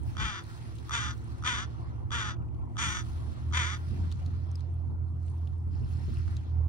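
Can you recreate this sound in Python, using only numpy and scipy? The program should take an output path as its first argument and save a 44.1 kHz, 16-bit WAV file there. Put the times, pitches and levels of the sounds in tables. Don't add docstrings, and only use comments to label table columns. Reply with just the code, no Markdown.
import sys
import numpy as np
from scipy import signal
from scipy.fft import rfft, irfft, next_fast_len
from scipy.io import wavfile
from scipy.ndimage import uniform_filter1d

SR = 44100
rng = np.random.default_rng(int(sys.argv[2]) if len(sys.argv) > 2 else 0)


def level_to_linear(level):
    exponent = np.asarray(level, float) / 20
    return 10 ** exponent


def file_out(sig):
    cols = np.atleast_2d(sig).T
    lim = np.clip(cols, -1, 1)
    pcm = np.round(lim * 32767).astype(np.int16)
    wavfile.write(sys.argv[1], SR, pcm)


N = 294588


def evened(x):
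    return x / np.sqrt(np.mean(abs(x) ** 2) + 1e-20)


def read(points, hz):
    f, value = np.transpose(points)
    return np.interp(np.log(hz + 1), np.log(f + 1), value)


def columns(rows, t):
    s, *values = np.transpose(rows)
    return [np.interp(t, s, v) for v in values]


def add(mix, s, sound):
    part = mix[..., round(s * SR):][..., :sound.shape[-1]]
    part += sound[..., :part.shape[-1]]


def port_gains(db, pan_db):
    return level_to_linear(db + np.array([[pan_db], [-pan_db]]) / 2)


def drift(count, hz):
    size = next_fast_len(count // 32 + 2)
    f = np.fft.rfftfreq(size, 32 / SR)
    shape = (f > 0) / (1 + (f / hz) ** 4)
    coarse = evened(irfft(rfft(rng.standard_normal(size)) * shape, size))
    return np.interp(np.arange(count) / 32, np.arange(size), coarse)


def summed_db(levels_db, rest_db):
    power = sum(level_to_linear(2 * db) for db in levels_db) + level_to_linear(2 * rest_db)
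    coarse = 10 * np.log10(power)
    return np.interp(np.arange(N) / 64, np.arange(len(coarse)), coarse)


def noise(spectrum, same, lead, size, patchy_db, flicker_db, count=8):
    frames, hz = 4 * N // size + 5, np.fft.rfftfreq(size, 1 / SR)
    a, b, c, d, patches = rng.standard_normal((frames, len(hz), 5)).T
    patches = uniform_filter1d(patches, size=6, axis=0)
    patches = evened(uniform_filter1d(patches, size=count, axis=1))
    flicker = evened(uniform_filter1d(rng.standard_normal(frames), size=3))
    same = np.clip(same(hz), 0, 1)[:, None]
    left = a + 1j * b
    right = same * left * np.exp(-1j * lead(hz))[:, None] + np.sqrt(1 - same ** 2) * (c + 1j * d)
    level_db = read(spectrum, hz)[:, None] + patchy_db * patches + flicker_db * flicker
    z = np.array([left, right]) * level_to_linear(level_db)
    return evened(signal.istft(z, nperseg=size, noverlap=3 * size // 4)[1][:, :N])


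def ring(x, hz, width):
    r = np.exp(-np.pi * width / SR)
    return 2 * signal.lfilter([1 - r], [1, -r * np.exp(2j * np.pi * hz / SR)], x).real


def twice_rung(x, hz, width):
    return ring(ring(x, hz, width), hz, width)


def glide(x, hz, width):
    turn, r = np.exp(2j * np.pi * np.cumsum(hz) / SR), np.exp(-np.pi * width / SR)
    return 2 * (turn * signal.lfilter([(1 - r) ** 2], [1, -2 * r, r ** 2], x / turn)).real


def engine(t):
    # time in seconds, firing rate in Hz, load in dB.
    running = [(0.0, 73.8, -37.5), (0.4, 70.88, -60.5), (0.82, 71, -43.5), (2.27, 70.8, -43.5),
               (2.7, 72.25, -45.5), (3.05, 75.75, -36.5), (3.31, 74.8, -33), (3.48, 79, -31.5),
               (3.74, 83.36, -35.5), (4.17, 84.94, -32.5), (6.4, 82.2, -32), (6.68, 79.54, -26)]
    # centre in seconds, half width in seconds, depth in dB.
    dips = [
        (2.97, 0.026, -8),
        (3.13, 0.035, -4.5),
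        (3.38, 0.043, -28),
        (6.459, 0.033, -10),
    ]
    hz, load_db = columns(running, t)
    dip_db = sum(db * np.exp(-((t - s) / half) ** 2) for s, half, db in dips)
    main_db = load_db + dip_db
    third_db = -46 + 0.12 * (load_db - load_db.mean()) + dip_db
    turns = np.cumsum(hz + 0.29 * drift(N, hz=4.3)) / SR
    tone = np.zeros(N)
    for order, db in [(1, main_db), (1.5, third_db), (1.7, main_db - 29.5), (0.55, main_db - 31.0)]:
        level = level_to_linear(db + 2.5 + 0.93 * drift(N, hz=18.0))
        tone += level * np.sin(2 * np.pi * order * turns)
    return tone * level_to_linear([[-1.8], [1.6]])


def hum(t):
    turning_hz = 19.77
    # multiple of the turning rate, rms in dB, left lead in radians, left minus right in dB.
    lines = [(4, -44, -2.5, -2.5), (6, -46, -1, -6), (8, -57.5, 0.94, 3.5), (12, -57.5, -1.5, -1.5),
             (15, -67.5, 0, 9), (16, -71.5, 0.5, 4), (17, -63.5, 0, 4.5), (18, -71, -0.3, 10.5)]
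    # time in seconds, level in dB as the air carries it.
    swell = [(0.0, -56), (0.28, -66.5), (1.05, -59), (1.8, -59.5), (2.55, -56), (3.1, -58.5), (3.9, -60.5),
             (4.26, -64), (5.0, -61.5), (5.65, -64), (6.2, -59), (6.68, -62)]
    swell_db = columns(swell, t)[0]
    out = np.zeros((2, N))
    for k, db, lead, pan_db in lines:
        angle = 2 * np.pi * (k * turning_hz * t + rng.random())
        level = level_to_linear(db + 3 + 0.9 * (swell_db - swell_db.mean()) + 1.2 * drift(N, hz=2.0))
        out += level * np.array([np.sin(angle + lead), np.sin(angle)]) * port_gains(0, pan_db)
    return out


def shore(t):
    # time in seconds, level of the far wash in dB.
    far_wash = [(0, -60.5), (1.2, -62), (1.6, -58.5), (2.9, -59), (4.5, -61.5), (5.1, -63.5), (5.75, -64),
                (5.94, -59.5), (6.15, -67.5), (6.68, -56.5)]
    # arrival in seconds, drain in seconds until it thins out, fizz in dB, spray in dB.
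    waves = [(0.01, 0.1, -74, -77), (0.1, 0.41, -63.5, -74.5), (0.5, 0.39, -63, -71.5),
             (0.9, 0.32, -65, -72.5), (1.3, 0.55, -65.5, -79.5), (2.88, 0.54, -63, -69.5),
             (3.66, 0.42, -62.5, -73), (4.2, 0.39, -68.5, -81), (5.25, 0.27, -74, -80),
             (5.74, 0.13, -70, -82), (5.92, 0.46, -65.5, -75.5), (6.14, 0.14, -65.5, -79)]
    # frequency in Hz, level in dB.
    wash_spectrum = [(150, -37), (255, -0.5), (277, -21.5), (344, -4.5), (385, -31), (418, -11),
                     (594, -18.5), (645, -13), (975, -15), (1260, -21), (1370, -20), (1580, -30),
                     (3000, -42), (3900, -53), (6600, -120)]
    # frequency in Hz, level in dB.
    fizz_spectrum = [(760, -14.5), (1300, 1.5), (1940, -4), (2110, -8.5), (2800, -8.5), (3140, -7.5),
                     (4300, -10.5), (5370, -14), (6090, -16), (9560, -22), (11300, -17), (13200, -53),
                     (13700, -31), (14400, -17.5), (15700, -25), (16100, -70.5)]
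    # frequency in Hz, likeness of the two ports from 0 to 1.
    likeness = [(100, 0.6), (600, 0.16), (1500, 0.86), (2100, 0.18), (3300, 0.53), (5500, 0.12), (8500, 1),
                (12000, 0.85)]
    # frequency in Hz, left lead in radians.
    port_lead = [(0, -1.5), (520, -3), (1030, -1.37), (1720, -3), (2930, -8.5), (3450, -8), (4310, -12.5),
                 (4910, -9), (6460, -8.5), (8440, -11), (11800, -16), (13700, -13), (14900, -17.5),
                 (16500, -20.5)]
    surge_s, fizz_sag, spray_sag, thin = 0.095, -2, -17.5, -55.5

    wash_db = columns(far_wash, t)[0]
    t = t[::64]
    fizz_rows, spray_rows = [], []
    for s, drain_s, wave_fizz_db, wave_spray_db in waves:
        after = np.maximum(t - s, 0)
        shape_db = 12 * np.minimum(t - s, 0) / surge_s + thin * np.maximum(t - s - drain_s, 0)
        fizz_rows.append(wave_fizz_db + shape_db + fizz_sag * after)
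        spray_rows.append(wave_spray_db + shape_db + spray_sag * after)
    fizz_db = summed_db(fizz_rows, -80)
    spray_db = summed_db(spray_rows, -85)

    def same(hz):
        return read(likeness, hz)

    def lead(hz):
        return read(port_lead, hz)

    wash = noise(wash_spectrum, same, lead, size=1024, patchy_db=3.0, flicker_db=0.0)
    bubbles = noise(fizz_spectrum, same, lead, size=256, patchy_db=1.8, flicker_db=1.2, count=36)
    fizz = signal.sosfilt(signal.butter(4, 7000, "low", fs=SR, output="sos"), bubbles)
    spray = signal.sosfilt(signal.butter(4, 7000, "high", fs=SR, output="sos"), bubbles)
    out = level_to_linear(wash_db + 6.5) * wash
    out += level_to_linear(fizz_db + 4) * evened(fizz)
    out += level_to_linear(spray_db + 6.0) * evened(spray)
    return out + trickle(fizz_db)


def trickle(fizz_db):
    pitches_hz, ticks_per_s = [2700, 4200, 4240, 4800, 5300, 5300], 400
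    from_s, to_s, runnel_db = 5.71, 6.22, 8.5
    in_runnel = abs(np.arange(N) / SR - (from_s + to_s) / 2) < (to_s - from_s) / 2
    size_db = 2.4 * np.minimum(rng.exponential(1, N), 4)
    ticks = level_to_linear(size_db + fizz_db + runnel_db * in_runnel) * (rng.random(N) < ticks_per_s / SR)
    kind, out = rng.integers(0, len(pitches_hz), N), np.zeros((2, N))
    for k, hz in enumerate(pitches_hz):
        out += twice_rung(ticks * (kind == k), hz, 450.0) * level_to_linear([[2.5 * (-1) ** k], [0]])
    return level_to_linear(22.5) * out


def drops():
    # start in seconds, peak in dB, ring in Hz, left minus right in dB.
    bursts = [(0.0333, -52, 9050, 0.0), (0.4364, -50, 9480, -2.5), (0.7542, -49, 8120, -5),
              (1.2425, -55, 9080, -9), (1.3833, -58, 9180, -13), (3.3159, -57, 8390, 0.5),
              (3.3992, -62, 9640, -1.0), (3.4389, -66, 9560, -2), (3.464, -60, 10000, -3.5),
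              (3.482, -58, 9790, -1.0), (3.5014, -55, 8620, 0.5), (3.8906, -59, 8980, -1.0),
              (4.7411, -59.5, 9510, 2), (5.2644, -59, 8370, -1.0), (5.2989, -58, 9030, -4),
              (5.582, -62, 8870, -2.0), (5.8894, -59, 8100, 0.5), (6.0177, -62, 9330, -3.5),
              (6.0566, -57, 8690, -5.5), (6.1404, -54, 8900, -7), (6.1858, -55, 8880, -9),
              (6.3081, -62, 9700, -20), (6.6518, -66.5, 8350, -7.5)]
    out, t = np.zeros((2, N)), np.arange(400) / SR
    for s, peak_db, hz, pan_db in bursts:
        burst = rng.standard_normal(400) * (1 - np.exp(-t / 0.0004)) * np.exp(-t / 0.0015)
        tick = twice_rung(burst, hz, 2600.0) + 0.35 * twice_rung(burst, 14700.0, 1500.0)
        add(out, s, port_gains(peak_db - 1.0, pan_db) * tick / abs(tick).max())
    return out


def wind(t):
    # centre in seconds, half width in seconds, slow pressure in dB, flutter in dB.
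    gusts = [(0.085, 0.021, -41, -69), (0.22, 0.04, -38.5, -39), (0.65, 0.095, -65, -55),
             (1.06, 0.056, -52, -44), (1.35, 0.27, -61, -49.5), (1.8, 0.1, -57, -55),
             (2.08, 0.12, -46.5, -54), (2.42, 0.12, -53.5, -49.5), (2.64, 0.05, -45, -59),
             (2.89, 0.055, -48.5, -42.5), (3.14, 0.21, -45.5, -53), (3.5, 0.11, -52, -48),
             (3.93, .03, -43, -37.5), (4.02, .07, -42, -38), (4.3, .12, -43.5, -47),
             (4.9, 0.069, -45.5, -47), (5.121, 0.069, -53.5, -48.5), (5.319, 0.051, -52, -48),
             (5.53, 0.054, -47, -51), (5.7, 0.062, -47, -45), (5.85, 0.11, -42, -44.5),
             (6.1, 0.09, -41.5, -42), (6.32, 0.047, -41.5, -51.5), (6.42, .04, -55, -46),
             (6.64, 0.069, -41, -54)]
    # frequency in Hz, level in dB.
    buffet_spectrum = [(15, -59.5), (30, -32.5), (42, -7), (55, 3.5), (85, 5.5), (125, -6), (180, -21.5),
                       (300, -40), (500, -69)]
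    # frequency in Hz, level in dB.
    flutter_spectrum = [(60, -40), (110, 4.5), (150, -3), (200, -9), (260, -10), (340, -22), (500, -35.5),
                        (700, -70)]
    t = t[::64]
    slow_rows, flutter_rows = [], []
    for s, half, gust_slow_db, gust_flutter_db in gusts:
        shape_db = -6 * np.minimum(abs(t - s) / half, 9) ** 1.28
        slow_rows.append(gust_slow_db + shape_db)
        flutter_rows.append(gust_flutter_db + shape_db)
    slow_db = summed_db(slow_rows, -57)
    flutter_db = summed_db(flutter_rows, -53.5)
    buffet = noise(buffet_spectrum, lambda hz: 0.3 + 0 * hz, lambda hz: 0 * hz,
                   size=2048, patchy_db=1.8, flicker_db=0.5)
    flutter = noise(flutter_spectrum, lambda hz: 0.25 + 0 * hz, lambda hz: 0 * hz,
                    size=1024, patchy_db=2.2, flicker_db=1.0)
    return level_to_linear(slow_db + 9.0) * buffet + level_to_linear(flutter_db + 0.5) * flutter


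def breath(t, length, top_db, top_hz, swell_s, beak_db, air_db):
    after = np.maximum(t - swell_s, 0)
    push_db = np.interp(t, [0, 0.36 * swell_s, swell_s], [-10, -4, 0]) - 57.5 * after
    push_db = push_db - 13.5 * np.maximum(1 - (length - t) / 0.034, 0)
    shut_db = -0.5 * np.maximum(1 - t / swell_s, 0)
    rate_share = np.maximum(np.interp(t, [0, swell_s], [0.9, 1]) - 1.75 * after, 0.62)
    effort_db = np.maximum(push_db, -16)
    beak_db = beak_db + shut_db + 1.37 * effort_db
    air_db = air_db + shut_db + 0.3 * effort_db
    return top_db + push_db, top_hz * rate_share, beak_db, air_db


def throat(drive, beak_db, air_db, shut, after, head):
    # resonance in Hz, width in Hz, level in dB, share of the beak control.
    resonances = [(1058, 363, -4, 0.6), (1490, 470, 1, 0.3), (1890, 420, -3.5, 0.6),
                  (2398, 168, -3.5, 0.78), (3110, 310, -4.5, 1), (3482, 222, 0, 0.45),
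                  (4260, 260, -17.5, 0.8), (4836, 250, -12, 0.14), (6000, 320, -5, 0.1),
                  (6765, 210, -8, 0.4), (7560, 1900, -24.5, 0.3), (9250, 1200, -25.5, 0.6),
                  (14600, 500, -33, 2.5)]
    slides = [(0.07, 0.0084), (0.1, 0.28), (0.065, 0.031), (0.04, 0.28), (.0, 0.31), (0.012, .0),
              (0.035, .0), (0.016, .0), (0.0029, .0), (0.008, 0.071), (0.0049, .0), (.0, .0),
              (0.0062, 0.022)]
    head_db = np.pad(head, (0, len(resonances) - len(head)))
    out = 0
    for k, ((hz, width, db, share), (low, sink)) in enumerate(zip(resonances, slides)):
        gain = (-1) ** k * level_to_linear(db + head_db[k] + share * beak_db + (hz > 5500) * air_db)
        out = out + gain * glide(drive, hz * (1 - low * shut - sink * after), width * 1.63)
    return out


def caw(row, beak, head, unlock_s, climb_hz, rough):
    start, length, _, _, swell_s = row
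    t = np.arange(start, start + length, 1 / SR)
    count = len(t)
    effort_db, hz, beak_db, air_db = breath(t - start, *row[1:], *beak)
    tremble = drift(count, hz=55.0) - 0.5 * drift(count, hz=18.0)
    hz = hz * (1 + 0.022 * tremble + 0.007 * drift(count, hz=250.0))
    turns = np.cumsum(hz) / SR
    free = np.maximum(t - unlock_s, 0)
    slip = climb_hz * free ** 2 / 2
    k = np.arange(-8, 54)[:, None]
    heard = k * hz + climb_hz * free > 200
    spread = 0.005 * k ** 2
    first = (heard * np.cos(2 * np.pi * (k * turns + slip + spread))).sum(axis=0)
    other_turns = turns + 0.46 + 0.025 * drift(count, hz=41.0)
    second = (heard * np.cos(2 * np.pi * (k * other_turns + slip + spread))).sum(axis=0)
    folds = first + level_to_linear(-3.0 + 0.9 * drift(count, hz=40.0)) * second
    puffs = (1.1 + np.exp(-(2 * turns % 1) / 0.13)) * rng.standard_normal(count)
    drive = (1 - rough) * evened(folds) + rough * evened(puffs)
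    shut = np.maximum(1 - (t - start) / swell_s, 0)
    after = np.maximum(t - start - swell_s, 0)
    voice = throat(drive, beak_db, air_db, shut, after, head)
    steady = voice / np.sqrt(uniform_filter1d(voice ** 2, size=700) + 1e-9)
    steady = steady + level_to_linear(-22.5) * np.sin(2 * 2 * np.pi * turns)
    level = level_to_linear(effort_db + 1.73 * drift(count, hz=132.0))
    return level * steady * signal.windows.tukey(count, 0.015)


def creak(peak_db):
    n = np.arange(600)
    puff = (rng.standard_normal(600) + 4.0 * (n == 3)) * np.exp(-n / 40.0)
    pulse = throat(puff, -10.0, -3.5, np.ones(600), 0, [-3.0, 0.4, -3.0, -3.0, -0.5, 1.0, -3.0, -6.0])
    pulse = pulse + level_to_linear(5.0) * ring(pulse, 1230.0, 130.0)
    return level_to_linear(peak_db - 1.0) * pulse / abs(pulse).max()


def from_driftwood(call):
    # frequency in Hz, left lead in radians.
    bird_lead = [(500, 1.3), (800, 1.07), (1400, 1), (1750, 4), (2000, 4.5), (2300, 5), (3100, 8.5),
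                 (3900, 8), (4250, 14.5), (5200, 13.5), (5600, 11), (6300, 17.5), (7600, 16.5), (10500, 18)]
    # frequency in Hz, left minus right in dB.
    bird_tilt = [(500, 1), (850, 4.5), (1400, 0), (1900, 9.5), (2250, 6.5), (2800, -10), (3200, 6),
                 (4000, -4), (4500, 6.5), (5300, 3.5), (6100, -6), (6800, -2.5), (7300, -3.5), (8000, 4)]
    size = next_fast_len(N)
    hz, t = np.fft.rfftfreq(size, 1 / SR), np.arange(9000) / SR
    tilt = level_to_linear(read(bird_tilt, hz) / 2)
    ports = np.array([tilt, np.exp(-1j * read(bird_lead, hz) * (hz < 7400)) / tilt])
    direct = irfft(rfft(call, size) * ports, size)[:, :N]
    scatter = rng.standard_normal((2, 9000)) * level_to_linear(-60 * t / 0.12) * (t > 0.002)
    scatter /= np.linalg.norm(scatter[0])
    off_logs = signal.fftconvolve(ring(call, 1300.0, 4800.0)[None], scatter, axes=1)[:, :N]
    return level_to_linear(2.0) * direct + level_to_linear(-12.5) * off_logs


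def crow():
    # start in seconds, length in seconds, top effort in dB, top pulse rate in Hz,
    # swell in seconds up to the top.
    caws = [
        (0.177, .25, -35.5, 231.2, 0.057),
        (0.913, 0.23, -33, 236.1, 0.03),
        (1.443, 0.22, -32, 259.3, 0.03),
        (2.114, 0.235, -33.5, 241.8, 0.032),
        (2.777, .255, -32.5, 235.4, 0.049),
        (3.53, 0.25, -32, 255.2, 0.042),
    ]
    # beak opening at the top as dB of the upper throat, airy top in dB.
    beaks = [(1, -5.5), (0.5, -1), (3.5, -2), (3, -2), (4.5, 3), (4, -1.5)]
    heads = [(0.8, -1, -1, 1, 0.25, -1.5), (0, 0.96, -1, .1, 0, .1), (0.23, -0.4, -0.5, 1, 0, -0.042),
             (-0.81, 2, -3, .1, -0.22, -0.013), (0.42, -1, 1, 1.7, 0, -0.49),
             (0.084, -1.7, 2.5, 3.5, -1.8, -0.42)]
    # time in seconds at which the two sides unlock, climb of their lines in Hz per second,
    # roughness from 0 to 1.
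    unlocking = [(.34, 3000, .28), (1.03, 3500, .36), (1.54, 4500, .31), (2.2, 1200, .31),
                 (2.89, 2800, .32), (3.63, 4500, .32)]
    # time in seconds, peak in dB.
    creaks = [(0.151, -43), (0.168, -31), (0.883, -44), (0.894, -30), (0.908, -27.5), (1.424, -39),
              (1.437, -30), (2.106, -34.5), (2.757, -47), (2.768, -30.5), (3.512, -43), (3.524, -33)]
    call = np.zeros(N)
    for row, beak, head, habit in zip(caws, beaks, heads, unlocking):
        add(call, row[0], caw(row, beak, head, *habit))
    for s, peak_db in creaks:
        add(call, s, creak(peak_db))
    return from_driftwood(call)


def thumps():
    # start in seconds, peak in dB, left minus right in dB.
    pushes = [(0.202, -36.5, 3), (3.269, -40, 5), (3.918, -35.5, 3), (3.975, -34.5, 3), (4.031, -40, 5.0),
              (4.266, -39, 3), (4.901, -37.5, 1), (5.359, -44, -3.5), (5.662, -39.5, 2), (5.808, -35, 5.5),
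              (5.999, -43, -1), (6.076, -34, 1.0), (6.449, -42.5, -2.0), (6.553, -37.5, 2)]
    out, t = np.zeros((2, N)), np.arange(3500) / SR
    for s, peak_db, pan_db in pushes:
        push = twice_rung(rng.standard_normal((2, 3500)), 200.0, 170.0)
        push = push * (1 - np.exp(-t / 0.006)) * np.exp(-t / 0.022)
        add(out, s, port_gains(peak_db - 3.0, pan_db) * push / abs(push).max(axis=1, keepdims=True))
    return out


def pebbles():
    # start in seconds, peak in dB, ring in Hz, left minus right in dB.
    small = [(0.4407, -49.5, 4270, 4), (0.7843, -48.5, 4200, 3), (1.177, -56, 5720, 2.0),
             (2.3644, -60, 2690, 4), (2.4207, -61, 2480, 5), (2.485, -61, 2514, 0), (2.546, -65, 2920, 15),
             (2.6152, -80, 2570, -7), (2.6594, -80, 2600, 8), (4.115, -43.5, 3360, -7),
             (4.1236, -46.5, 4235, 12), (4.261, -45.5, 4200, 2), (4.4181, -66, 4370, -1),
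             (4.5144, -51, 5860, 4), (4.5475, -60, 2700, -6), (4.555, -43, 5000, 8), (4.594, -56, 3346, -4),
             (4.606, -55.5, 4260, 12), (4.7391, -69, 2530, 7), (5.2807, -56, 2510, 5),
             (5.472, -53.5, 3390, 0), (6.1695, -49, 2700, 7), (6.2817, -62, 2883, 2),
             (6.3122, -63, 2660, 2), (6.367, -44.5, 4050, 6)]
    # start in seconds, peak in dB, ring in Hz, left minus right in dB.
    large = [
        (4.121, -46, 1132, 0.55),
        (6.279, -46.5, 1260, 1.8),
    ]
    out, t = np.zeros((2, N)), np.arange(700) / SR
    for s, peak_db, hz, pan_db in small + large:
        burst = rng.standard_normal((2, 700)) * (1 - np.exp(-t / 0.0006)) * np.exp(-t / 0.0023)
        burst = burst[0] + 0.24 * burst
        knock = twice_rung(burst, hz, 900.0) + 0.19 * twice_rung(burst, 1.3 * hz, 5200.0)
        add(out, s, port_gains(peak_db + 2.5, pan_db) * knock / abs(knock).max())
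    return out


def scene():
    t = np.arange(N) / SR
    background = engine(t) + hum(t) + shore(t) + wind(t)
    return background + drops() + crow() + thumps() + pebbles()


def low_pass(x):
    return signal.sosfilt(signal.butter(12, 16860, fs=SR, output="sos"), x)


def record(dry):
    # frequency in Hz, level in dB under which a band is dropped.
    gate = [(1000, -110), (1600, -99), (3000, -103), (6000, -102), (7500, -98), (9000, -107), (11500, -101),
            (13000, -93), (15000, -100)]
    padded = np.pad(dry, [(0, 0), (0, 2048)], "reflect")
    hz, _, z = signal.stft(padded, SR, nperseg=1024, noverlap=512)
    power = (abs(z[:, :512]) ** 2).mean(axis=0)
    band_db = 10 * np.log10(power.reshape(64, 8, -1).mean(axis=1) + 1e-20)
    masked_db = np.maximum(band_db[2:].max(axis=0) + 59.0, 0) * 0.19
    luck_db = 3.2 * evened(uniform_filter1d(rng.standard_normal(band_db.shape), size=7, axis=1))
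    band_db = (band_db + luck_db).repeat(8, axis=0)
    short_db = read(gate, hz[:512])[:, None] + masked_db - band_db
    z[:, :512] *= 1 / (1 + level_to_linear(1.65 * np.clip(short_db, -20, 20)))
    gated = signal.istft(z, SR, nperseg=1024, noverlap=512)[1][:, :N]
    low_cut = signal.sosfilt(signal.butter(2, 30, "high", fs=SR, output="sos"), gated)
    end_dip = np.clip(0.3 + (N - np.arange(N)) / 900, 0, 1)
    return low_pass(low_cut * end_dip)


dry = scene()
out = record(dry)
file_out(out)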